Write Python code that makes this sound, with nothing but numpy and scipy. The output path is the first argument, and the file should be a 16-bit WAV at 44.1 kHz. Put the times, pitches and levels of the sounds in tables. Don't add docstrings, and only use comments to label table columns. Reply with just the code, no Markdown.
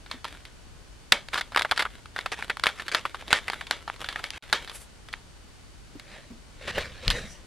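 import sys
import numpy as np
from scipy import signal
from scipy.fft import rfft, irfft, next_fast_len
from scipy.io import wavfile
from scipy.ndimage import uniform_filter1d, map_coordinates

SR = 44100
rng = np.random.default_rng(int(sys.argv[2]) if len(sys.argv) > 2 else 0)


def transcribe(u):
    v = np.clip(np.atleast_2d(u).T, -1, 1)
    q = np.round(v * 32767).astype(np.int16)
    wavfile.write(sys.argv[1], SR, q)


N = 328986
T = np.arange(N) / SR

# time in seconds, sleeve level in dB, jaw level in dB re sleeve,
# sleeve pitch in Hz, nominal chatter length in ms.
CONTACTS = [(0.062, -45.5, -2, 1600, 2.2), (0.113, -31.5, 0.5, 1610, 2.6), (0.2447, -32, -2.5, 1170, 1.5),
            (0.2521, -30, -6.5, 1000, 1.1), (0.4526, -44.5, 2, 2030, 2.1), (1.1217, -12, 3, 1680, 2.4),
            (1.2858, -38.5, 0, 2010, 1.4), (1.3327, -31.5, -11, 2120, 3.2), (1.3425, -26, 0.5, 1630, 2.4),
            (1.356, -23.5, -13, 1490, 5.1), (1.3764, -23.5, -2.5, 1470, 13), (1.41, -25, -3, 1880, 3.6),
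            (1.5205, -37, -6, 970, 5.5), (1.5474, -28, -10, 1960, 2.1), (1.5616, -16, -8, 1230, 1.7),
            (1.5722, -16, -6, 1350, 4.7), (1.5929, -23.5, -0.5, 1720, 3.8), (1.611, -25, -7, 1170, 1.8),
            (1.6204, -24, -2, 1960, 2.2), (1.6487, -20.5, -13, 1150, 4.3), (1.7124, -20, -0.5, 1710, 2.2),
            (1.7193, -17.5, -9, 1180, 3.1), (1.7767, -22.5, -2.5, 1540, 3.2),
            (1.7929, -18, -4.5, 2100, 9.6), (1.8058, -25, -4, 1650, 4.3), (1.822, -23.5, -3.5, 1420, 3.1),
            (1.8514, -23, -14, 1370, 6), (2.0574, -41, -6, 1410, 2.3), (2.1623, -26.5, -10, 1470, 4.8),
            (2.1893, -26, -6, 1440, 1.9), (2.26, -23.5, -7.5, 1340, 3.1), (2.3182, -28, -4.5, 1080, 8.8),
            (2.425, -26.5, -12, 1960, 1.1), (2.4979, -19.5, -8, 1810, 4.2), (2.5706, -31.5, -8, 1233, 1.4),
            (2.5971, -33.5, -1.5, 1520, 1.1), (2.6372, -19, -1.5, 1403, 2.7), (2.6584, -22, -7, 1460, 2.1),
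            (2.6678, -15.5, -4, 1960, 3.4), (2.6886, -27.5, -4.5, 1500, 5.9), (2.7964, -29, -8, 1760, 5),
            (2.8817, -28.5, -3, 1604, 4.2), (2.9476, -17, -1.5, 1470, 3), (3.0531, -21, -14, 1190, 3.3),
            (3.1453, -29, -9.5, 1100, 3), (3.329, -11, -2, 1570, 1.8), (3.4816, -24, -9, 2100, 2.2),
            (3.4999, -25.5, -4.5, 1060, 1.43), (3.5336, -27.5, -7.5, 1430, 2.4),
            (3.6104, -30.5, -6.5, 1680, 3.2), (3.6684, -40.5, 1, 2540, 3.1),
            (3.7106, -20.5, -0.5, 1500, 0.99), (3.8777, -28.5, -10.5, 1074, 3.5),
            (3.8996, -26.5, -15, 980, 0.94), (4.0434, -31.5, -3.5, 1610, 1.8),
            (4.0876, -29.5, 0.5, 1720, 4), (4.1593, -25.5, -10, 2000, 1.94), (4.2405, -28.5, -2, 2157, 2.8),
            (4.305, -40.5, 9, 2150, 0.9), (4.528, -16, -1, 1720, 3.36), (4.6757, -40, 1, 1720, 4.7),
            (5.086, -43.5, -1.5, 1830, 2.9), (5.128, -43.5, 7.5, 1510, 4), (5.1384, -28, -10.5, 1860, 0.81),
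            (5.9973, -43.5, 1.5, 2000, 1.2), (7.0798, -28.5, 10, 1690, 1), (7.1024, -28.5, 9.5, 1980, 2.9),
            (7.1067, -24, 1, 1840, 6.1)]
# start in seconds, length in seconds, rubbing in dB before trim.
SLEEVE_TWISTS = [(0.086, .04, -48), (0.251, .13, -49.5), (1.306, 0.087, -40), (1.511, 0.41, -48),
                 (2.139, 0.11, -43), (2.31, 0.14, -43.5), (2.62, .07, -42), (2.751, 0.813, -45.5),
                 (3.519, 0.51, -50.5), (3.985, 0.16, -42), (4.17, .04, -42), (4.321, 0.38, -45.5)]
# start in seconds, length in seconds, level in dB before trim.
THREAD_DRAGS = [(1.33, 0.07, -35.5), (1.76, 0.054, -38.5), (2.317, 0.029, -33), (2.372, 0.08, -43.5),
                (2.775, 0.057, -42), (2.915, 0.079, -33.5), (3.305, 0.089, -30), (4.325, 0.07, -45)]
# peak in seconds, level in dB before trim.
PALM_SLIDES = [(4.756, -38.5), (4.818, -45.5)]
# time in seconds, nominal level in dB, pitch in Hz,
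# t60 in seconds.
HAND_KNOCKS = [(.14, -41.5, 262, 0.085), (5.953, -36.5, 258, 0.066), (6.303, -42, 229.6, 0.22),
               (6.678, -32, 560, 0.062), (6.778, -15, 553, 0.032), (6.78, -22, 1700, .05),
               (7.033, -41, 497, 0.096), (7.235, -41, 192, 0.2)]
# time in seconds, nominal level in dB, pitch in Hz,
# t60 in seconds.
DRILL_BUMPS = [(7.071, -23, 37, 0.23), (7.073, -24, 109.4, 0.094), (7.101, -38, 180, 0.14)]
# peak in seconds, rustle in dB and handling rumble in dB,
# both before trim.
LIFT_MOVES = [(6.13, -45, -65), (6.785, -37, -35.5), (7.15, -34.5, -33)]
# start in seconds, length in seconds, level in dB.
GRIP_SLIPS = [(6.61, 0.072, -45.5), (6.674, 0.029, -34.5), (6.745, 0.074, -38), (6.82, 0.042, -45),
              (7.025, 0.063, -48.5)]
# peak in seconds, level in dB before trim.
CLOTH_SWISHES = [(7.17, -46.5), (7.32, -50.5)]

# time in seconds, ring in dB re contact
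HOUSING_COUPLING = [(0.2, -8.5), (1.6, -19), (4.5, -7.5), (7.1, -20)]
# centre in Hz, width in Hz, level in dB re the broad answer.
HOUSING_RESONANCES = [(594, 70, -0.5), (932, 54, -0.5), (1300, 120, -5), (1800, 49, -3), (2255, 55, 10),
                      (2650, 94, -5), (3280, 450, 1.5), (4030, 120, -7)]
# centre in Hz, width in Hz, level in dB re the broad answer.
GRIP_RESONANCES = [(534, 130, -1.5), (1826, 170, 2), (3840, 170, -7)]

# frequency in Hz, density in dB.
SLEEVE_SPECTRUM = [(40, -10), (200, -12.5), (450, -6), (800, 1), (1300, 1), (2200, -1), (2900, -8.5),
                   (4000, -9.5), (7000, -37), (16000, -60)]
JAW_SPECTRUM = [(300, -59), (1800, -21), (3000, 1.5), (3600, 7), (4700, 2), (5800, -10), (7500, -14),
                (10000, -14), (12500, -22), (15000, -43.5)]
HOUSING_SPECTRUM = [(60, -19), (250, -5.5), (600, -2.5), (1200, 0.5), (1800, 2.5), (2600, -4), (3600, -1),
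                    (4500, -6.5), (5800, -11), (10000, -20.5), (12500, -31), (15000, -44)]
THREAD_SPECTRUM = [(100, -11), (400, -2), (900, -5), (1600, 0), (2600, -4), (3500, -3.5), (4600, -13),
                   (6000, -18), (10000, -18.5), (12500, -25), (15000, -44)]
BITE_SPECTRUM = [(100, -25), (400, -4), (900, -4), (1600, 3.5), (2600, 1.5), (3600, -3.5), (4700, -8),
                 (6000, -12.5), (10000, -20), (12500, -34), (15000, -51)]
PALM_SPECTRUM = [(2000, -4.5), (6000, -8), (9500, -1), (12000, -9), (13500, -17.5), (15500, -32)]
CLOTH_SPECTRUM = [(100, -5), (200, 0.5), (330, -7.5), (540, -1), (900, -4.5), (1700, -2.5), (2500, -1.5),
                  (4200, -6.5), (6500, -17), (10000, -24), (12800, -34), (15500, -61)]
BRUSH_SPECTRUM = [(3000, -26), (5200, -2), (5750, 4), (6600, -2.5), (8000, -3), (10000, -10), (13000, -22),
                  (15500, -38)]
HANDLING_SPECTRUM = [(20, -3), (45, 4.5), (90, 0), (200, -13.5), (400, -38), (1200, -51)]
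ROOM_SPECTRUM = [(12, -41), (20, -14), (55, -7.5), (88, -14), (162, -20.5), (386, -25.5), (469, -26.5),
                 (510, -29), (586, -28), (637, -30), (819, -30), (2720, -34.5), (4370, -36), (9300, -41),
                 (15800, -63)]
# frequency in Hz, level in dB before port balance.
WHINE_TONES = [(1490, -73.5), (2980, -74.5), (4500, -72.5)]
# frequency in Hz, side in dB re mid.
SIDE_SPECTRUM = [(100, -14), (300, -14), (550, -17), (1200, -28), (2500, -23.5), (5000, -9.5), (9000, -5),
                 (14000, -10)]

TICKS_PER_S, TICK_OVER_TWIST_DB, TICK_SPREAD_DB = 11, 5, 2
TICK_TREBLE_DB, TICK_TREBLE_SPREAD_DB, TICK_CHATTER_MS = -2, 5, 2.6
TICK_HZ, TICK_OCTAVES_PER_DB = 1720, 0.3
RING_DB_PER_TREBLE_DB, CLEAN_STRIKE_DB = 1.0, 2.5


def clicks(contacts, mode_t60_s=0.0035, mode_share=0.27, snap=2.05, chatter_per_s=5000,
           slide=0.054, slide_s=0.00094):
    lead = SR // 200
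    track, t = np.zeros(N), np.arange(SR // 40) / SR
    sleeve, jaws = causal(SLEEVE_SPECTRUM), causal(JAW_SPECTRUM)
    for s, db, bright_db, hz, length_ms in contacts:
        decay = np.exp(-(t / (1.22 * length_ms / 1000)) ** 0.9)
        hits = rng.random(len(t)) < chatter_per_s / SR
        chatter = rng.standard_normal(len(t)) * hits * decay
        chatter[0] += snap / length_ms
        slide_gain = slide * 2 / (1 + amp(bright_db))
        approach = slide_gain * rng.standard_normal(lead) * np.exp(-t[:lead][::-1] / slide_s)
        force = np.r_[approach, chatter]
        mode = mode_share * np.cos(2 * np.pi * hz * t) * amp(-60 * t / mode_t60_s)
        mode[0] += 1
        add(track, s - lead / SR, contact(force, signal.fftconvolve(sleeve, mode), db))
        add(track, s - lead / SR, contact(force, jaws, db + bright_db))
    return track


def ticks(count=16):
    rows = []
    for start, length, twist_db in SLEEVE_TWISTS:
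        times = start + np.cumsum(rng.gamma(2, .5, count)) / TICKS_PER_S
        scatter = np.clip(rng.standard_normal((count, 2)), -2, 2)
        for s, (force, hardness) in zip(times, scatter):
            db = twist_db + TICK_OVER_TWIST_DB + TICK_SPREAD_DB * force
            bright_db = TICK_TREBLE_DB + TICK_TREBLE_SPREAD_DB * hardness
            hz = TICK_HZ * 2 ** (TICK_OCTAVES_PER_DB * bright_db)
            if s < start + length:
                rows.append((s, db, bright_db, hz, TICK_CHATTER_MS))
    return rows


def housing(contacts, t60_s=0.2, trim_db=3, rise_s=0.0017):
    power, t = np.zeros(N), np.arange(SR // 3) / SR
    for s, db, bright_db, _, _ in contacts:
        share_db = np.interp(s, *np.transpose(HOUSING_COUPLING))
        share_db += RING_DB_PER_TREBLE_DB * min(bright_db, CLEAN_STRIKE_DB)
        envelope = amp(db + share_db + trim_db - 60 * t / t60_s) * (1 - np.exp(-t / rise_s))
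        add(power, s, envelope ** 2)
    ring = filtered(noise(HOUSING_SPECTRUM), lambda hz: ringing(HOUSING_RESONANCES, hz))
    return np.sqrt(power) * patchy(ring, depth_db=2)


def scraping(rub_trim_db=-4, drag_trim_db=-1, palm_trim_db=-2, uneven_db=4.5):
    rub_gain = strokes(SLEEVE_TWISTS, rise_s=0.027, sag_db=3) * amp(rub_trim_db + uneven_db * wobble(45))
    rub = rub_gain * patchy(friction(THREAD_SPECTRUM, slips_per_s=350, spread_db=9.5, smooth=0.84))
    drag_gain = amp(drag_trim_db) * strokes(THREAD_DRAGS, rise_s=0.0018, sag_db=8.5)
    drag = drag_gain * patchy(friction(BITE_SPECTRUM, slips_per_s=900, spread_db=5, smooth=0.54))
    palm_gain = amp(palm_trim_db) * swells(PALM_SLIDES, rise_s=0.035, fall_s=0.046)[0]
    return rub + drag + palm_gain * noise(PALM_SPECTRUM)


def thuds(rows, rise_s, rough):
    track, t = np.zeros(N), np.arange(SR // 3) / SR
    for s, db, hz, t60_s in rows:
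        drift = rough * np.cumsum(rng.standard_normal(len(t))) * np.sqrt(hz / SR)
        envelope = 2 * amp(db - 60 * t / t60_s) * (1 - np.exp(-t / rise_s))
        add(track, s, envelope * np.sin(2 * np.pi * hz * t + drift))
    return track


def lifting(rustle_trim_db=-1, rumble_trim_db=-3, swish_trim_db=-1):
    rustle, rumble = swells(LIFT_MOVES, rise_s=0.18, fall_s=0.2)
    pressure = amp(rustle_trim_db) * rustle + strokes(GRIP_SLIPS, rise_s=0.0034, sag_db=-3)
    rub = friction(CLOTH_SPECTRUM, slips_per_s=1100, spread_db=4.5, smooth=0.95)
    rub = filtered(rub, lambda hz: ringing(GRIP_RESONANCES, hz))
    swish = amp(swish_trim_db) * swells(CLOTH_SWISHES, rise_s=0.14, fall_s=0.095)[0]
    swish = swish * patchy(noise(BRUSH_SPECTRUM))
    return pressure * patchy(rub) + swish + amp(rumble_trim_db) * rumble * noise(HANDLING_SPECTRUM)


def workshop(floor_db=-51, apart_db=-2):
    common, apart = noise(ROOM_SPECTRUM), amp(apart_db) * noise(ROOM_SPECTRUM)
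    whine = np.zeros(N)
    for hz, db in WHINE_TONES:
        whine += amp(db) * np.sqrt(2) * np.sin(2 * np.pi * hz * T + 1.8 * wobble(60))
    return amp(floor_db) * np.array([common + apart, common - apart]) + whine


def spread(x, scatter_s=0.00066):
    t = np.arange(SR // 200) / SR
    paths = rng.standard_normal((2, len(t))) * t * np.exp(-t / scatter_s)
    paths /= np.linalg.norm(paths, axis=1, keepdims=True)
    a, b = signal.fftconvolve(x[None], paths, axes=1)[:, :N]
    pose = np.pi * wobble(6)
    side = filtered(a * np.cos(pose) + b * np.sin(pose), lambda hz: amp(along(SIDE_SPECTRUM, hz)))
    return np.array([x + side, x - side])


def contact(force, response, db):
    sound = signal.fftconvolve(force, response)
    return amp(db) * sound * np.sqrt(.005 * SR / np.sum(sound ** 2))


def friction(points, slips_per_s, spread_db, smooth):
    signs = (rng.random(N) < slips_per_s / SR) * rng.choice([-1, 1], N)
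    slips = signs * amp(spread_db * np.clip(rng.standard_normal(N), -2, 2))
    force = unit(slips) + smooth * rng.standard_normal(N)
    return unit(signal.fftconvolve(force, causal(points))[:N])


def strokes(rows, rise_s, sag_db):
    total = np.zeros(N)
    for s, length, db in rows:
        gate = np.interp(T, [s, s + rise_s, s + length, s + length + 4 * rise_s], [0, 1, 1, 0])
        total += gate * amp(db - sag_db * (np.clip((T - s) / length, 0, 1) - .5))
    return total


def swells(rows, rise_s, fall_s):
    peaks, *columns = np.transpose(rows)
    since = T - peaks[:, None]
    shape = amp(-20 * np.maximum(-since / rise_s, since / fall_s))
    return [amp(db) @ shape for db in columns]


def ringing(modes, hz):
    response = 1
    for centre, width, db in modes:
        damping = 1j * hz * width
        response = response + amp(db) * damping / (centre ** 2 - hz ** 2 + damping)
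    return response


def patchy(x, depth_db=3, size=1024):
    z = signal.stft(x, nperseg=size)[2]
    field = uniform_filter1d(rng.standard_normal(z.shape), size=6, axis=0)
    field = uniform_filter1d(field, size=5, axis=1)
    depth = depth_db * along([(4500, 1), (9000, .5)], np.fft.rfftfreq(size, 1 / SR))
    return unit(signal.istft(z * amp(depth[:, None] * unit(field)), nperseg=size)[1][:N])


def noise(points):
    return unit(filtered(rng.standard_normal(N), lambda hz: amp(along(points, hz))))


def wobble(knots_per_s):
    return map_coordinates(rng.standard_normal(int(N * knots_per_s / SR) + 4), [T * knots_per_s])


def causal(points, size=2048):
    cepstrum = irfft(np.log(amp(along(points, np.fft.rfftfreq(size, 1 / SR)))))
    cepstrum[1:size // 2] *= 2
    cepstrum[size // 2 + 1:] = 0
    return irfft(np.exp(rfft(cepstrum)))[:size // 2]


def filtered(x, response):
    m = next_fast_len(N + SR // 4)
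    return irfft(rfft(x, m) * response(np.fft.rfftfreq(m, 1 / SR)), m)[..., :N]


def along(points, hz):
    f, v = np.transpose(points)
    return np.interp(np.log(hz + 1), np.log(f), v)


def add(track, s, sound):
    part = track[max(round(s * SR), 0):][:len(sound)]
    part += sound[:len(part)]


def amp(db):
    return 10 ** (np.asarray(db) / 20)


def unit(x):
    return x / np.sqrt(np.mean(x ** 2) + 1e-20)


def scene():
    contacts = CONTACTS + ticks()
    drill = clicks(contacts) + housing(contacts) + scraping() + lifting()
    drill += thuds(HAND_KNOCKS, rise_s=0.0023, rough=0.74)
    drill += thuds(DRILL_BUMPS, rise_s=0.0045, rough=0.92)
    port_balance_db = [[.5], [-.5]]
    return spread(drill) + workshop() * amp(port_balance_db)


def record(dry, top_hz=15900):
    gap = np.interp(T, [4.380, 4.382, 4.424, 4.425], [1, .01, .01, 1])
    clipped = np.clip(dry * gap, -.93, .93)
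    return filtered(clipped, lambda hz: np.clip((top_hz - hz) / 600 + .5, 0, 1))


dry = scene()
out = record(dry)
transcribe(out)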